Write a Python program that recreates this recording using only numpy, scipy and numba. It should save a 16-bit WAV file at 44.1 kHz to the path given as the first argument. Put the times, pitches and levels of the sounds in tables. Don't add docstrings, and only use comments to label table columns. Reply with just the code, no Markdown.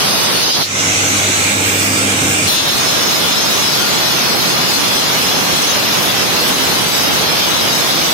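import sys
import numpy as np
from scipy import signal
from scipy.fft import rfft, irfft, next_fast_len
from scipy.io import wavfile
from scipy.ndimage import uniform_filter1d, map_coordinates
from numba import njit

SR = 44100
rng = np.random.default_rng(int(sys.argv[2]) if len(sys.argv) > 2 else 0)


def wav_record(signal):
    frames = np.transpose(np.atleast_2d(signal))
    bounded = np.clip(frames, -1, 1)
    quanta = np.round(bounded * 32767).astype(np.int16)
    wavfile.write(sys.argv[1], SR, quanta)


N = 358533
TIME = np.arange(N) / SR
GRID_HZ = np.linspace(1, SR / 2, 4096)

LOADED_HZ, FREE_HZ = 135, 198
LIFT_S, TOUCH_S = 0.626, 2.464
MAINS_HZ = 99.9
# pitch_hz, left_minus_right_db
CUT_SIDE = [(100, 1), (300, -2), (1200, -3), (2400, -2.5), (3300, 0), (7000, 0.5), (10000, 0.5),
            (13600, -4.5), (14200, 7), (14800, 9.5)]


def undb(db):
    return 10 ** (np.asarray(db) / 20)


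def unit(x):
    return x / np.sqrt(np.mean(x ** 2))


def walk(rate):
    hold = max(int(SR / rate), 2)
    steps = np.repeat(rng.standard_normal(N // hold + 1), hold)
    smooth = uniform_filter1d(uniform_filter1d(steps, hold), hold)
    return 1.37 * smooth[:N]


def swell(centre_s, length_s):
    return np.exp(-(2 * (TIME - centre_s) / length_s) ** 2)


def noise():
    return rng.standard_normal((2, N))


def pan(side_db):
    return undb(np.array([[.5], [-.5]]) * side_db)


def contour(points):
    hz, db = np.transpose(points)
    return np.interp(np.log(GRID_HZ), np.log(hz), db)


def resonance(hz, width_hz):
    return 1 / (1 + (2 * (GRID_HZ - hz) / width_hz) ** 2)


def colour(x, gains, stretch=np.ones(N)):
    hz, s, frames = signal.stft(x, SR, nperseg=2048)
    where = hz[:, None] / np.interp(s, TIME, stretch)
    moving = np.array([np.interp(where, GRID_HZ, g) for g in gains])
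    return unit(signal.istft(frames * moving, SR)[1][:, :N])


def thicket(x, depth_db, spacing_hz, life_s):
    hz, s, frames = signal.stft(x, SR, nperseg=2048)
    place = np.meshgrid(hz / spacing_hz, s / life_s, indexing="ij")
    both, left, right = (map_coordinates(rng.standard_normal(size=(600, 200)), place, order=2, mode="mirror")
                         for _ in range(3))
    ripple_db = depth_db * np.tanh(both + np.array([left, right]) / 2)
    return unit(signal.istft(frames * undb(ripple_db), SR)[1][:, :N])


def blade_speed():
    # time_s, turns_per_second_hz
    speed_points = [(0, 129), (.3, 134.5), (.62, 157), (1.08, 187), (1.35, 195.5), (1.85, 202),
                    (2.47, 206.8), (2.65, 203.4), (2.85, 186.8), (3.2, 161.8), (3.45, 150.4), (4, 139.4),
                    (4.25, 136.2), (4.45, 136.8), (4.68, 134.4), (5.2, 137.7), (5.5, 133.2), (5.92, 130.2),
                    (6.38, 152.9), (6.6, 142), (6.9, 139.7), (7.3, 128.7), (7.42, 129.4), (7.55, 139.7),
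                    (7.75, 132.8), (8.13, 132.1)]
    return uniform_filter1d(np.interp(TIME, *np.transpose(speed_points)), size=2048, mode="nearest")


def on_stone(fade_s, bite_s):
    fading = np.exp(-np.maximum(TIME - LIFT_S, 0) / fade_s)
    biting = np.clip((TIME - TOUCH_S) / bite_s, 0, 1)
    return fading + biting


def cut_levels(speed_hz):
    # centre_s, length_s, added grinding_db, added jet_db, added grit_db
    jolts = [(.08, 0.8, 2.5, 3, 4), (0.53, 0.043, -3.5, -8.5, -3), (0.594, 0.051, -9, 0, 3),
             (2.52, 0.075, 0, 1.5, 9), (2.577, 0.13, 3.5, -1, 1.5), (6.03, 0.2, 0, 1.5, 2.5),
             (6.517, 0.048, 3.5, 4, 1), (6.733, 0.32, 3.5, 3, 4), (6.913, 0.07, -0.5, -3, -2),
             (7.35, 0.35, 0, 0, 0)]
    light = (speed_hz - LOADED_HZ) / 69
    grind_db = -17 + 1 * light
    jet_db = -17
    grit_db = -26 - 1 * light
    for centre_s, length_s, more_grind_db, more_jet_db, more_grit_db in jolts:
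        jolt = swell(centre_s, length_s)
        grind_db = grind_db + more_grind_db * jolt
        jet_db = jet_db + more_jet_db * jolt
        grit_db = grit_db + more_grit_db * jolt
    return grind_db, jet_db, grit_db


def grinding(speed_hz, turns, grind_db, grit_db):
    # pitch_hz, width_hz, relative level_db, left_minus_right_db
    disc_modes = [(3430, 200, -3, 6), (3840, 92, -1.5, 9), (4150, 290, -1.5, 4.5), (4740, 160, -4, 10),
                  (4960, 130, -5.5, 3), (5210, 125, 3, -2.5), (5610, 350, -4, -4), (6040, 90, -9, 3),
                  (6300, 110, -1, 12.5), (6570, 90, -6, 12), (6830, 170, -4.5, -1), (7840, 160, -2, -1.5),
                  (9096, 122, -7, -7), (12300, 460, -11, 1)]
    # pitch_hz, relative level_db
    scrape_colour = [(30, -45), (300, -23), (1200, -20), (2200, -8.5), (3000, -2.5), (3700, -3), (4500, -5),
                     (5400, -6.5), (5950, -6), (6900, -13.5), (7300, -25), (8500, -28), (10000, -40),
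                     (16000, -43)]
    # pitch_hz, relative level_db
    grit_colour = [(8700, -12), (9600, -2.5), (10300, 1.5), (10900, 6), (11500, 3), (11900, -1), (12500, 0),
                   (13300, 0), (14200, -3), (14900, 1.5), (15400, -7), (15900, -8)]
    # pitch_hz, likeness (cut off near -1 and 1)
    first_likeness = [(3500, 0.17), (4200, 0.0074), (4700, -0.0062), (5200, -0.53), (6000, -0.31),
                      (6600, -0.94), (7400, -1.1), (7900, -0.81), (8400, -1.1), (9100, 0.59), (10000, 0.63),
                      (12000, -0.055)]
    # pitch_hz, likeness (cut off near -1 and 1)
    second_likeness = [(3000, 0.083), (4100, -0.035), (4550, -0.27), (5250, 0.4), (5900, -0.58),
                       (6450, 0.28), (7200, -0.85), (7850, -0.32), (8450, -0.65), (9100, 0.51),
                       (9700, 0.052), (10800, -.3), (12400, .2), (14200, -0.36), (15500, 0.074)]

    share = repeating_share(speed_hz)
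    flutter_hz = 0.4 * walk(45)
    repeating = rim(turns + np.cumsum(flutter_hz) / SR, memory=0.97)
    force = np.sqrt(share) * repeating + np.sqrt(1 - share) * noise()
    force = force * (1 + 0.26 * share ** 4 * np.cos(2 * np.pi * turns))
    first_cut, second_cut = alike(force, first_likeness), alike(force, second_likeness)
    force = np.where(TIME < (LIFT_S + TOUCH_S) / 2, first_cut, second_cut)
    scraping = thicket(force, depth_db=7, spacing_hz=65, life_s=.06)

    side_gains = pan(contour(CUT_SIDE))
    power = (undb(contour(scrape_colour)) * side_gains) ** 2
    for hz, width_hz, db, side_db in disc_modes:
        power = power + (undb(db) * pan(side_db) * resonance(hz, width_hz)) ** 2
    stiffening = 1 + 0.083 * (speed_hz / LOADED_HZ - 1) + 0.0036 * walk(4.04)
    disc = colour(scraping, np.sqrt(power), stiffening) * undb(grind_db + 0.5 * walk(20) + 0.29 * walk(6.7))
    grit = colour(scraping, undb(contour(grit_colour)) * side_gains) * undb(grit_db + 1.0 * walk(20))
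    return disc + grit + edge_rings(scraping, fade_s=0.2)


def repeating_share(speed_hz):
    # centre_s, length_s, added repeating share
    rubs = [(.1, 0.37, .25), (.54, .25, 0.31), (3.8, 0.85, 0.22), (4.85, 0.6, 0.17), (7.33, 0.39, 0.25)]
    deep, grazing = 0.21, 0.71
    how_grazing = np.clip((speed_hz - LOADED_HZ) / 68, 0, 1)
    rubbing = sum(more * swell(centre_s, length_s) for centre_s, length_s, more in rubs)
    return np.clip(deep + (grazing - deep) * how_grazing + rubbing, 0, 1)


def rim(turns, memory, size=256):
    fresh = rng.standard_normal((2, int(turns[-1]) + 2, size))
    worn = rfft(signal.lfilter([1], [1, -min(memory, .98)], fresh, axis=1))
    even = irfft(worn / np.abs(worn), size)
    return unit(np.array([map_coordinates(side.ravel(), [turns * size], order=3) for side in even]))


def alike(x, points):
    hz, likeness = np.transpose(points)
    share = np.interp(np.fft.rfftfreq(N, 1 / SR), hz, np.clip(likeness, -.98, .98))
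    mid, side = irfft(rfft(x) * np.sqrt([1 + share, 1 - share]), N)
    return unit(np.array([mid + side, mid - side]))


def edge_rings(force, fade_s):
    # start_s, end_s, pitch_hz, width_hz, level_db, left_minus_right_db
    flares = [(-.1, 0.79, 4750, 1100, -26.5, -5), (0.297, 0.8, 4400, 1100, -24.5, -1),
              (0.38, .75, 4750, 60, -27, -3), (0.42, .8, 4090, 130, -28, 3),
              (0.45, 0.65, 6160, 450, -27, -6), (-.1, 0.65, 9200, 120, -36, -9),
              (2.3, 2.8, 4000, 550, -24, 3), (2.3, 3, 6480, 130, -33, 6), (2.3, 3.1, 9550, 130, -39, -5),
              (2.5, 3.8, 3580, 110, -34, 9), (3.05, 4.4, 1403, 70, -35, 3), (2.7, 3.9, 5250, 600, -31.5, 3),
              (3.6, 5.3, 4360, 320, -36.5, 11), (4.4, 4.9, 4715, 79, -39, 12),
              (7, 7.8, 3700, 620, -34.5, 9)]
    out, size = 0, next_fast_len(N)
    spectrum, bins_hz = rfft(force, size), np.fft.rfftfreq(size, 1 / SR)
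    for start_s, end_s, hz, width_hz, db, side_db in flares:
        gain = np.interp(bins_hz, GRID_HZ, resonance(hz, width_hz))
        ring = irfft(spectrum * gain, size)[:, :N]
        held = np.clip(np.minimum(TIME - start_s, end_s - TIME) / fade_s, 0, 1)
        out = out + unit(ring) * held * undb(db) * pan(side_db)
    return out


def slurry_jet(jet_db):
    # pitch_hz, relative level_db
    jet_colour = [(10, -50), (25, -33), (50, -16), (80, -8), (120, -2.5), (170, 1), (300, -.5), (600, -2),
                  (1200, -3), (1800, -7), (2600, -8), (4500, -14.5), (7500, -52)]
    gains = undb(contour(jet_colour)) * pan(contour(CUT_SIDE))
    common = np.clip(0.17 / (1 + (GRID_HZ / 450) ** 2), 0, 1)
    apart = colour(noise(), gains * np.sqrt(1 - common))
    shared = colour(noise()[[0, 0]], gains * np.sqrt(common))
    return (apart + undb(-13.5) * shared) * undb(jet_db + 0.54 * walk(20))


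def fan_and_whine(speed_hz, turns):
    return fan_air(speed_hz / FREE_HZ) + commutator_whine(turns)


def fan_air(speed):
    # pitch_hz, relative level_db
    air_colour = [(300, -18), (700, -2.5), (1000, -3.5), (1270, 2), (1750, -1), (2200, 2.5), (2500, 1.5),
                  (3000, 0), (3700, 2), (4750, 0), (5900, 0), (7200, -0.5), (8100, 0), (9100, -9.5),
                  (9900, -7.5), (11500, -13), (15500, -20.5)]
    # pitch_hz, left_minus_right_db
    air_side = [(600, -0.5), (1300, -3.5), (2300, -5), (3200, -1), (6500, -0.5), (7400, 0), (8200, -5),
                (9500, -5.5), (11500, -3.5), (15000, 0)]
    # pitch_hz, width_hz, relative level_db, left_minus_right_db
    guard_modes = [(2330, 290, -36.5, -3), (2700, 260, -39, -4), (7900, 350, -37.5, -4)]
    # centre_s, length_s, pitch_hz at free speed, width_hz at free speed, level_db, left_minus_right_db
    guard_rush = (1.06, 1, 6300, 1400, -28, 3)

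    gains = undb(contour(air_colour)) * pan(contour(air_side))
    air = colour(from_the_right(below_hz=1900), gains, speed ** 0.44)
    air = thicket(hollow(air), depth_db=3.5, spacing_hz=109.6, life_s=.07) * undb(-24.0)
    rings = sum(undb(db) * pan(side_db) * resonance(hz, width_hz) for hz, width_hz, db, side_db in guard_modes)
    ringing_guard = colour(noise(), rings, speed ** 0.63) * undb(-33.5 + 2 * walk(14))
    air = (air + ringing_guard) * speed * undb(0.63 * walk(21.57))
    centre_s, length_s, hz, width_hz, db, side_db = guard_rush
    rush = colour(noise(), resonance(hz, width_hz) * pan(side_db), speed ** 0.27)
    air = air + rush * undb(db) * swell(centre_s, length_s)
    return air * (1 + 0.07 * np.cos(2 * np.pi * MAINS_HZ * TIME))


def commutator_whine(turns):
    # time_s, level_db
    whine_levels = [(.6, -72), (1, -57), (1.1, -43), (1.35, -48), (1.6, -43), (1.85, -40), (1.95, -50),
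                    (2.03, -44), (2.15, -57), (2.3, -44), (2.47, -52), (2.8, -72)]
    cycles = 70.9 * turns + np.cumsum(60 * walk(300)) / SR
    whine_db = np.interp(TIME, *np.transpose(whine_levels))
    waver_db = 3.2 * np.array([walk(20), walk(24)])
    return np.sqrt(2) * np.sin(2 * np.pi * cycles) * undb(whine_db + waver_db)


def from_the_right(below_hz):
    direct_share, lag_s = 0.77, 0.29 / 1000
    hz = np.fft.rfftfreq(N, 1 / SR)
    share = np.clip(direct_share / (1 + (hz / below_hz) ** 2), 0, 1)
    direct = rfft(noise()[0]) * np.exp(-2j * np.pi * hz * np.array([[lag_s], [0]]))
    return irfft(np.sqrt(share) * direct + np.sqrt(1 - share) * rfft(noise()), N)


def hollow(x):
    # time_s, pitch_hz
    dip_path = [(.7, 4400), (1.15, 5130), (1.55, 5000), (1.83, 4000), (2.05, 4000), (2.2, 4650),
                (2.45, 4100)]
    dip_hz = np.interp(TIME, *np.transpose(dip_path))
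    gain = 1 - 0.56 * resonance(dip_hz.mean(), width_hz=900)
    return colour(x, [gain, gain], dip_hz / dip_hz.mean())


def housing(speed_hz):
    # pitch_hz, relative level_db
    shake_colour = [(10, -52), (25, -40), (60, -19), (90, -6), (125, -5.5), (160, -0.5), (235, -7),
                    (290, -3), (380, -4.5), (520, -5), (800, -10), (1300, -11.5), (3000, -65)]
    # pitch_hz, level_db, rate of wavering_hz
    buzz_tones = [(198.5, -40.5, 18), (263.6, -40.5, 28), (303.3, -41, 28), (468, -45.5, 22),
                  (562, -55, 20)]
    # centre_s, length_s, pitch_hz, level_db
    lift_tone = (1.1, .5, 623, -44)

    speed = speed_hz / FREE_HZ
    shake = colour(from_the_right(below_hz=1800), undb(contour(shake_colour)) * pan(-.3)) * undb(-30.5)
    hum_cycles = np.cumsum(MAINS_HZ + 0.31 * walk(30)) / SR
    hum = np.sqrt(2) * undb(-36.5 + 0.6 * walk(22)) * np.sin(2 * np.pi * hum_cycles)
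    buzz = 0
    for hz, db, waver_hz in buzz_tones:
        waver = walk(waver_hz) + 1j * walk(waver_hz)
        buzz = buzz + undb(db) * np.real(waver * np.exp(2j * np.pi * hz * TIME))
    centre_s, length_s, hz, db = lift_tone
    tone_cycles = np.cumsum(hz + 3 * walk(20.2)) / SR
    tone = np.sqrt(2) * undb(db) * swell(centre_s, length_s) * np.sin(2 * np.pi * tone_cycles)
    return (shake + hum) * speed ** 2 + buzz * speed ** 2.5 + tone


def surroundings(x):
    # typical extra delay_ms, level_db, typical sway_ms
    surfaces = [(1.3, -16, 0.091), (3.6, -11.5, 0.095), (9.5, -12.5, 0.197)]
    out = x.copy()
    for delay_ms, db, sway_ms in surfaces:
        for side in range(2):
            lag = (delay_ms * rng.uniform(.85, 1.15) + sway_ms * walk(1.5)) * SR / 1000
            out[side] += undb(db) * np.interp(np.arange(N) - lag, np.arange(N), x[side], left=0)
    return out


def scene():
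    speed_hz = blade_speed()
    turns = np.cumsum(speed_hz) / SR
    grind_db, jet_db, grit_db = cut_levels(speed_hz)
    contact = on_stone(fade_s=0.0044, bite_s=0.069)
    ringing = on_stone(fade_s=0.027, bite_s=0.041)
    pressed = on_stone(fade_s=0.012, bite_s=0.15)
    cut = ringing * grinding(speed_hz, turns, grind_db, grit_db)
    air_and_whine = fan_and_whine(speed_hz, turns) * undb(-7 * contact)
    jet = contact * slurry_jet(jet_db)
    body = housing(speed_hz) * undb(-7 * pressed)
    return surroundings(cut + air_and_whine) + jet + body


@njit
def follow(size, attack, release):
    out, level = np.empty(len(size)), size[:2000].mean()
    for i in range(len(size)):
        level += (size[i] - level) * (attack if size[i] > level else release)
        out[i] = level
    return out


def gain_control(x, target_db, attack_s, release_s, strength):
    size = np.sqrt(uniform_filter1d(np.mean(x ** 2, axis=0), size=256) + 1e-12)
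    level = follow(size, 1 / (attack_s * SR), 1 / (release_s * SR))
    return x * (undb(target_db) / level) ** min(strength, 1)


def record(dry):
    levelled = gain_control(dry, target_db=-12.5, attack_s=0.0026, release_s=0.059, strength=1.0)
    top_hz = 15750
    return signal.sosfilt(signal.ellip(12, .1, 80, top_hz, fs=SR, output="sos"), levelled)


dry = scene()
out = record(dry)
wav_record(out)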